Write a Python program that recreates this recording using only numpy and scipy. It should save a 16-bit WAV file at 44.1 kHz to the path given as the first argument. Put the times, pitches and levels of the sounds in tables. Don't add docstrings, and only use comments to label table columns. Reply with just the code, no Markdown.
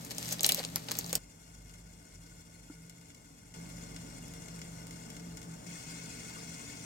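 import sys
import numpy as np
from scipy import signal
from scipy.fft import rfft, irfft, next_fast_len
from scipy.io import wavfile
from scipy.ndimage import uniform_filter1d

SR = 44100
rng = np.random.default_rng(int(sys.argv[2]) if len(sys.argv) > 2 else 0)


def master(y):
    cut = np.clip(np.atleast_2d(y).T, -1, 1)
    pcm = np.round(cut * 32767)
    wavfile.write(sys.argv[1], SR, pcm.astype(np.int16))


N = 302078
TIME = np.arange(N) / SR
SIZE = next_fast_len(N + SR // 2)
FREQS = np.arange(SIZE // 2 + 1) * SR / SIZE

# start t/s, fan rush level/dB, sizzle drive level/dB, fizz drive level/dB
SECTIONS = [(0, -49.5, -60, -59.5), (1.183, -60.5, -60, -59), (3.539, -51.5, -54, -55),
            (5.663, -51.5, -49.5, -53)]
# f/Hz, relative level/dB
FAN_COLOUR = [(25, -20), (45, -11), (75, 2.5), (100, -12), (150, 4), (200, 1.5), (290, 0.5), (350, -6),
              (410, -9), (450, -0.5), (490, -9), (640, -6.5), (800, -10.5), (1100, -13), (2200, -23.5),
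              (3500, -28), (5500, -22.5), (8000, -27), (16000, -35)]
# f/Hz, relative level/dB
RUMBLE_COLOUR = [(20, -66), (36, -22), (48, 17.5), (62, -12), (100, 13), (200, -49)]
# t/s, level/dB
RUMBLE_LEVEL = [(0.0, -87), (1.18, -60), (1.85, -55.5), (3.15, -65), (3.66, -56), (5.36, -59), (5.95, -69),
                (6.81, -68), (6.85, -73)]
# f/Hz, level/dB against the rush
MOTOR_LINES = [(99, -30), (118.3, -17.5), (119.7, -7.5), (243, -17), (286, -13.5), (888.2, -24)]
LINE_WANDER = 0.00924
# t/s, level/dB
DRONE_LEVEL = [(0.0, -48), (0.13, -58), (0.17, -52), (0.82, -48.5), (0.88, -60.5), (1.14, -45.5),
               (1.22, -64), (2.82, -58), (3.51, -65.5), (3.61, -45), (3.81, -54), (4.39, -49), (4.48, -60),
               (4.5, -49), (4.77, -54), (4.94, -47), (5.0, -56.5), (5.27, -45), (5.44, -56), (5.51, -44.5),
               (5.65, -59), (5.69, -45), (5.82, -69), (5.87, -46.5), (6.14, -56.5), (6.56, -50.5),
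               (6.6, -64), (6.85, -51.5)]
DRONE_HZ, THROB_DB, THROBS_PER_S = 167.9, 2.5, 18

# f/Hz, width/Hz, relative level/dB
PAN_MODES = [(1461, 45, 3.5), (2148, 80, 3), (2526, 34, -2), (2800, 76, -0.5), (3333, 42, -0.5),
             (3553, 60, -3.5), (4256, 77, -2), (4650, 52, -5.5), (4917, 25, 3), (5270, 68, -0.5),
             (5610, 81, 4.5), (6325, 300, -2.5), (6860, 97, 5), (7300, 180, 0.5), (8100, 270, -1),
             (8670, 136, -1), (9220, 230, -8)]
PAN_WAVER_DB, PAN_WAVERS_PER_S = 1.5, 50
# f/Hz, gain level/dB
FIZZ_COLOUR = [(1000, -0.5), (4000, -34), (7000, -32), (9200, -9.5), (11000, 3), (13000, -15.5),
               (16000, -15)]
# t/s, level change/dB
LULLS = [(2.9, -1), (5.15, -2)]
LULL_FALL_S = 0.043

# middle t/s, half length/s, rustle level/dB
SQUEEZES = [(0.116, 0.0045, -37), (0.262, 0.068, -43), (0.324, 0.013, -36.5), (0.452, 0.014, -33.5),
            (0.499, 0.021, -38), (0.58, 0.025, -40.5), (0.895, 0.0051, -63), (0.984, 0.035, -46.5),
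            (1.116, 0.047, -49)]
HOLDING_DB = -52.5
# f/Hz, relative level/dB
FOIL_COLOUR = [(250, -16), (550, 4.5), (1200, 0), (1900, 2), (4400, 5.5), (7000, 5), (10000, 0.5),
               (13000, 3), (16000, -10)]
# t/s, crack and tick level/dB, tick against crack level/dB, crack f/Hz, decay/ms,
# relative half width of the crack
BUCKLES = [(.0483, -40, 8, 6490, 2.1, 0.9), (.108, -38, -4, 4500, 1.2, 0.77),
           (.1485, -47, -3, 6200, .5, 0.32), (.1828, -32, -2, 5270, 0.62, 0.58),
           (.2572, -42, -5, 5500, .4, .4), (.2805, -42, -11, 7300, .4, 0.21),
           (.311, -39, -11, 6200, 2, .25), (.324, -27.5, 3.5, 6360, 4.7, 0.21),
           (.3945, -35.5, -27, 3700, 0.3, .3), (.4077, -29.5, -23, 6760, 0.21, .9),
           (.4318, -23, 9, 6850, 1.8, 0.59), (.4451, -19, -16, 4300, 0.9, 0.77),
           (.447, -41, -9, 7000, 0.7, 0.34), (.4509, -44, 2, 5660, 0.67, .6),
           (.454, -35, -12, 3680, 3, 0.31), (.4638, -20.5, 3.5, 9050, 1.6, .5),
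           (.4905, -20, 19, 4300, 1.1, 0.66), (.4928, -24.5, -12, 3150, 2.9, 0.24),
           (.4983, -40, -14, 4300, .8, 0.81), (.502, -33, -16, 2900, 3.8, 0.2),
           (.5116, -37, -6, 4000, .45, 0.67), (.5208, -21, 4.5, 4640, .95, 0.1),
           (.5462, -25.5, 11, 5600, .55, 0.29), (.5874, -38, -14, 4200, 0.82, 0.45),
           (.5945, -37, -14, 4300, 0.54, 0.47), (.6304, -41, -13, 4670, .41, 0.68),
           (.6388, -38.5, -19, 3620, .7, 1.2), (.6496, -33.5, -9, 4900, 0.62, 0.91),
           (.7593, -23, 7.5, 4800, 0.24, .65), (.8855, -37.5, -19, 3570, 1.9, 0.73),
           (.889, -42, -18, 4230, 0.49, 0.46), (.8985, -45, -22, 3900, .35, .4),
           (.9113, -35, -12, 5950, 0.52, .4), (.9162, -27, 9, 4860, 1, 1.2),
           (.9203, -40, -9, 4960, .5, 0.54), (.9398, -48, -10, 5040, .5, .5),
           (.9525, -39.5, -8, 4420, 1.1, 0.8), (.9702, -39, 13, 6380, 0.41, .4),
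           (.9878, -25, 7, 6600, 1.2, 0.13), (1.011, -43, -4, 4500, .4, .5),
           (1.0438, -39.5, -6, 5200, 0.93, .25), (1.0625, -41, 3, 6400, 1.4, 0.31),
           (1.0942, -40.5, 2, 4500, .96, .15), (1.1292, -26, 5, 4560, 0.74, 0.79),
           (1.1533, -21, 5.5, 5530, 1.46, 0.59)]
SNAP_RISE_SHARE = .3
PANEL_DB, PANEL_DECAY_S = -44, 0.0048
PANEL_FOLLOWS = 0.57
FACET_RING_DB, FACET_DECAY_S = 0, 0.00037

# t/s, drive level/dB, pan ring drive against tick drive level/dB
SPITS = [(2.8968, -31.5, -3.5), (3.1025, -49, 11), (3.5399, -41, 6.5), (3.9625, -35.5, 8),
         (4.2816, -34, -4), (4.337, -31, -2), (4.4841, -33.5, 1), (4.5914, -35, 1), (4.6155, -34, 7),
         (4.869, -30, -7), (4.909, -31.5, 0.5), (5.1022, -30.5, -0.5), (5.1657, -42.5, 11.5),
         (5.3714, -29, -1), (5.4165, -33.5, 0), (6.5425, -40, 9)]
CHANCE_SPIT_DB, CHANCE_SPREAD_DB = 21, 5

# t/s, drive level/dB, f/Hz, t60/s
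KNOCKS = [(0.581, -29.5, 570, 0.045), (0.599, -29, 524, 0.022), (.601, -29.5, 780, 0.021),
          (.759, -23.5, 610, 0.01), (0.888, -28, 600, 0.0084), (0.911, -25.5, 1090, 0.0045),
          (1.129, -25, 516, 0.027), (1.129, -36, 1400, 0.0079), (1.155, -30, 434, 0.019)]
# f/Hz, relative level/dB, t60/s
DISH_MODES = [(290, 1, 0.06), (450, -17, .035), (900, -16, 0.032), (1400, -13, .035)]
BUMP_S, BUMP_DB = 2.699, -35

# f/Hz, relative level/dB
FLUTTER_COLOUR = [(300, -20), (700, -14), (1400, 2), (2400, -32), (3300, -2.5), (6000, 6), (12000, -13)]
FLUTTER_PATCH_DB = 2
# f/Hz, width/Hz, relative level/dB
NARROW_MODES = [(2223, 45, -5.5), (2522, 40, -3)]

# f/Hz, likeness (held to 0-1 in use)
NEAR_LIKENESS = [(200, -1.25), (1000, 0.66), (2500, 0.3), (4200, 0.33), (5300, 0), (7000, 0.5), (8500, 0.3),
                 (9800, 2.3), (16000, 2.5)]
# f/Hz, likeness (0-1)
FAR_LIKENESS = [(50, 0.61), (150, 0.89), (300, 0.96), (450, 0.79), (1000, 0.56), (2200, 0.8), (3300, 0.14),
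                (5500, 0.027), (7500, 0.14), (9500, 1), (12000, 1)]
# f/Hz, left-right level/dB
NEAR_BALANCE = [(300, -3.5), (1300, 3.5), (4500, 3), (7000, 3.5), (9500, 0)]
# f/Hz, left-right level/dB
FAR_BALANCE = [(200, 1), (380, -3.5), (1290, 5.5), (2400, -1.5), (4400, 7), (6200, 10.5), (6900, 13),
               (8600, 0), (10000, -0.5)]
LOW_LAG_S, LAG_TO_HZ, HIGH_LEAD_S, LEAD_FROM_HZ = .00047, 4350, .00029, 8400
KITCHEN_T60, CUTOFF_HZ = .35, 16300


def from_db(db):
    return 10 ** (np.asarray(db) / 20)


def rms_one(x):
    return x / np.sqrt(np.mean(x ** 2) + 1e-20)


def over_hz(points):
    hz, value = np.transpose(points)
    return np.interp(np.log(FREQS + 1), np.log(hz), value)


def colour(x, spectrum):
    return irfft(rfft(x, SIZE) * from_db(over_hz(spectrum)), SIZE)[..., :N]


def band(x, low_hz, high_hz):
    edges = [low_hz, min(high_hz, SR * .45)]
    return signal.sosfilt(signal.butter(2, edges, "band", fs=SR, output="sos"), x)


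def resonance(x, hz, width_hz):
    return signal.lfilter(*signal.iirpeak(hz, hz / width_hz, fs=SR), x + 1e-18)


def drift(rate):
    knots = rng.standard_normal(int(N / SR * 200) + 2)
    return np.interp(TIME * rate, np.arange(len(knots)), knots)


def tone(hz, wander_hz):
    cycles = np.cumsum(hz + wander_hz * drift(20)) / SR
    return np.sqrt(2) * np.sin(2 * np.pi * (cycles + rng.random()))


def grains(per_s, spread_db):
    born = rng.random((2, N)) < per_s / SR
    size = rng.standard_normal((2, N))
    boost_db = spread_db * np.minimum(rng.exponential(1, (2, N)), 4)
    return rms_one(born * size * from_db(boost_db))


def microphones(pair, likeness, balance):
    common, apart = rfft(pair, SIZE)
    alike = np.clip(over_hz(likeness), 0, 1)
    sides = np.sqrt((1 + alike) / 2) * common + np.sqrt((1 - alike) / 2) * apart * [[1], [-1]]
    lean = from_db(over_hz(balance) * [[.5], [-.5]])
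    sides = sides * lean / np.sqrt(np.mean(lean ** 2, axis=0))
    lag_turns = LOW_LAG_S * np.minimum(FREQS, LAG_TO_HZ)
    lead_turns = HIGH_LEAD_S * np.maximum(FREQS - LEAD_FROM_HZ, 0)
    sides[1] *= np.exp(-2j * np.pi * (lag_turns - lead_turns))
    return irfft(sides, SIZE)[:, :N]


def reflections(pair, early_db, early_t60, late_db, late_t60):
    t = TIME[:SR // 2]
    early, late = rng.standard_normal((2, 2, len(t))) * (t > .001)
    early = band(early, 140, 13700) * from_db(-60 * t / early_t60)
    late = band(late, 120, 3600) * from_db(-60 * t / late_t60)
    echo = from_db(early_db) * rms_one(early) + from_db(late_db) * rms_one(late)
    return pair + signal.fftconvolve(pair, echo / np.sqrt(len(t)), axes=1)[:, :N]


def fan(fan_db):
    rush = from_db(fan_db) * rms_one(colour(rng.standard_normal((2, N)), FAN_COLOUR))
    rumble = rms_one(colour(rng.standard_normal(N), RUMBLE_COLOUR))
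    rumble = rms_one(rumble + tone(49, wander_hz=3.4))
    rumble = from_db(np.interp(TIME, *np.transpose(RUMBLE_LEVEL))) * rumble
    lines = 0
    for hz, db in MOTOR_LINES:
        lines = lines + from_db(fan_db + db + 2.06 * drift(11)) * tone(hz, wander_hz=LINE_WANDER * hz)
    throb_db = THROB_DB * np.minimum(drift(THROBS_PER_S), 1)
    drone_db = np.interp(TIME, *np.transpose(DRONE_LEVEL)) + throb_db
    drone = from_db(drone_db) * tone(DRONE_HZ, wander_hz=2.37)
    return microphones(rush, FAR_LIKENESS, FAR_BALANCE) + rumble + lines + drone


def pan_ring(x):
    click, ring, out = signal.unit_impulse(SR // 10), 0, 0
    for k, (hz, width, db) in enumerate(PAN_MODES):
        gain = (-1) ** k * from_db(db)
        waver = from_db(PAN_WAVER_DB * drift(PAN_WAVERS_PER_S))
        ring = ring + gain * resonance(click, hz, width)
        out = out + gain * waver * resonance(x, hz, width)
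    return out / np.linalg.norm(ring)


def sizzle(sizzle_db, fizz_db, per_s, spread_db, flutter_db):
    bursts = grains(per_s, spread_db) * from_db(flutter_db * drift(60))
    return pan_ring(from_db(sizzle_db) * bursts) + colour(from_db(fizz_db) * bursts, FIZZ_COLOUR)


def squeezing():
    power = from_db(HOLDING_DB) ** 2
    for s, half_s, level_db in SQUEEZES:
        power = power + from_db(level_db) ** 2 * np.exp(-((TIME - s) / half_s) ** 2)
    return np.sqrt(power)


def rustle(effort, per_s, spread_db, creases_db, creases_per_s):
    foil = grains(per_s, spread_db) + from_db(creases_db) * grains(creases_per_s, spread_db)
    return effort * rms_one(colour(foil, FOIL_COLOUR))


def push(t, decay_s):
    return (1 - np.exp(-t / (SNAP_RISE_SHARE * decay_s))) * np.exp(-t / decay_s)


def unit_burst(x):
    return x / np.sqrt(np.sum(x ** 2, axis=-1, keepdims=True) / (.003 * SR))


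def snaps():
    out, t = np.zeros((2, N)), TIME[:SR // 30]
    average_db = np.mean(BUCKLES, axis=0)[1]
    for s, level_db, tick_db, hz, decay_ms, width in BUCKLES:
        at, snap_s, spread = int(s * SR), decay_ms / 1000, 1 + max(width, .05)
        crack = from_db(level_db) / np.hypot(1, from_db(tick_db))
        tick = crack * from_db(tick_db)
        panel = from_db(PANEL_DB) * (crack / from_db(average_db)) ** PANEL_FOLLOWS
        parts = [(panel, 340, 950, PANEL_DECAY_S),
                 (crack, hz / spread, hz * spread, snap_s),
                 (tick, 5800, 17000, snap_s)]
        for gain, low, high, decay_s in parts:
            noise = rng.choice([-1, 1], (2, len(t))) * push(t, decay_s)
            out[:, at:at + len(t)] += gain * unit_burst(band(noise, low, high))
        ring = unit_burst(np.sin(2 * np.pi * hz * t) * push(t, FACET_DECAY_S))
        out[0, at:at + len(t)] += crack * from_db(FACET_RING_DB) * ring
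    return out


def spits(fizz_db, count, tick_db, ring_db):
    chance = []
    for when, size in rng.random((count, 2)):
        drive_db = fizz_db[int(when * N)] + CHANCE_SPIT_DB - CHANCE_SPREAD_DB * size
        chance.append((when * N / SR, drive_db, 0))
    ticks, blows = np.zeros((2, 2, N))
    for s, drive_db, pan_db in list(SPITS) + chance:
        at, pop = int(s * SR), from_db(drive_db) * np.array([1, rng.choice([-1, 1])])
        ticks[:, at] += pop
        blows[:, at] += from_db(pan_db) * pop
    bright = from_db(tick_db) * band(ticks + 1e-18, 4600, 12000)
    pops = bright + from_db(ring_db) * pan_ring(band(blows + 1e-18, 830, 7000))
    pops[1] = np.roll(pops[1], SR // 2000)
    return reflections(pops, early_db=-6, early_t60=.06, late_db=-12, late_t60=KITCHEN_T60)


def knocks(rise_s, tap_db, tap_decay_s):
    out, t = np.zeros(N), TIME[:SR // 4]
    for s, level_db, hz, t60 in KNOCKS:
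        at = int(s * SR)
        ring = (1 - np.exp(-t / rise_s)) * from_db(-60 * t / t60) * np.sin(2 * np.pi * hz * t)
        tap = np.exp(-t / tap_decay_s) * rms_one(band(rng.standard_normal(len(t)), 270, 2900))
        out[at:at + len(t)] += from_db(level_db) * (ring + from_db(tap_db) * tap)
    return out


def bump(rise_s):
    t, modes = np.maximum(TIME - BUMP_S, 0), 0
    for hz, db, t60 in DISH_MODES:
        modes = modes + from_db(np.maximum(db - 60 * t / t60, -200)) * np.sin(2 * np.pi * hz * t)
    return from_db(BUMP_DB) * (1 - np.exp(-t / rise_s)) * modes


def bubbling(level_db, count, cycles, low_hz, high_hz, spread_db, rise_per_s):
    out, t, start = np.zeros(N + SR), TIME[:SR // 25], SECTIONS[-1][0]
    for when, pitch, size in rng.random((count, 3)):
        hz = low_hz * (high_hz / low_hz) ** pitch
        at = int(start * SR + when * (N - start * SR))
        bubble = np.exp(-t * hz / cycles) * np.sin(2 * np.pi * hz * t * (1 + rise_per_s * t))
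        out[at:at + len(t)] += from_db(level_db - spread_db * size) * bubble
    return out[:N]


def fluid_flutter(level_db, per_s, spread_db, surges_per_s, narrow_db, narrow_surge_db):
    fine = grains(per_s, spread_db)
    coloured, edges = colour(fine, FLUTTER_COLOUR), np.geomspace(400, 16000, num=11)
    flutter, narrow = 0, 0
    for low, high in zip(edges, edges[1:]):
        patch = from_db(FLUTTER_PATCH_DB * drift(surges_per_s))
        flutter = flutter + patch * band(coloured, low, high)
    for hz, width, db in NARROW_MODES:
        surge = from_db(db + narrow_surge_db * drift(surges_per_s))
        narrow = narrow + surge * rms_one(resonance(fine, hz, width))
    return from_db(level_db) * rms_one(flutter) + from_db(narrow_db) * narrow


def scene():
    starts, *levels = np.transpose(SECTIONS)
    section = np.maximum(np.searchsorted(starts, TIME, side="right") - 1, 0)
    fan_db, sizzle_db, fizz_db = [uniform_filter1d(level[section], size=300) for level in levels]
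    lull_db = 0
    for s, db in LULLS:
        same_section = section == section[int(s * SR)]
        lull_db = lull_db + db * np.clip((TIME - s) / LULL_FALL_S, 0, 1) * same_section

    foil = snaps() + rustle(squeezing(), per_s=7000, spread_db=2.0, creases_db=-2.5, creases_per_s=200)
    foil = reflections(foil, early_db=-9, early_t60=.06, late_db=-16, late_t60=KITCHEN_T60)
    sachet = foil * uniform_filter1d(1. * (section == 0), size=300)

    simmer = bubbling(level_db=-53.5, count=220, cycles=8.0, low_hz=690, high_hz=6500,
                      spread_db=21, rise_per_s=4.8)
    flutter = fluid_flutter(level_db=-59.5, per_s=5000, spread_db=2.0, surges_per_s=55,
                            narrow_db=-65.5, narrow_surge_db=4.5)
    simmer = simmer + (section == len(SECTIONS) - 1) * flutter
    simmer = reflections(simmer, early_db=-2, early_t60=.08, late_db=-11, late_t60=KITCHEN_T60)

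    stove = sizzle(sizzle_db + lull_db, fizz_db + lull_db, per_s=7000, spread_db=0.0, flutter_db=1.5)
    stove = stove + spits(fizz_db, count=14, tick_db=7.5, ring_db=8)

    near = microphones(sachet + simmer, NEAR_LIKENESS, NEAR_BALANCE)
    near = near + knocks(rise_s=0.0022, tap_db=-16.0, tap_decay_s=0.013) + bump(rise_s=0.0026)
    return near + fan(fan_db) + microphones(stove, FAR_LIKENESS, FAR_BALANCE)


def record(dry):
    return signal.sosfilt(signal.ellip(10, .1, 70, CUTOFF_HZ, fs=SR, output="sos"), dry)


dry = scene()
out = record(dry)
master(out)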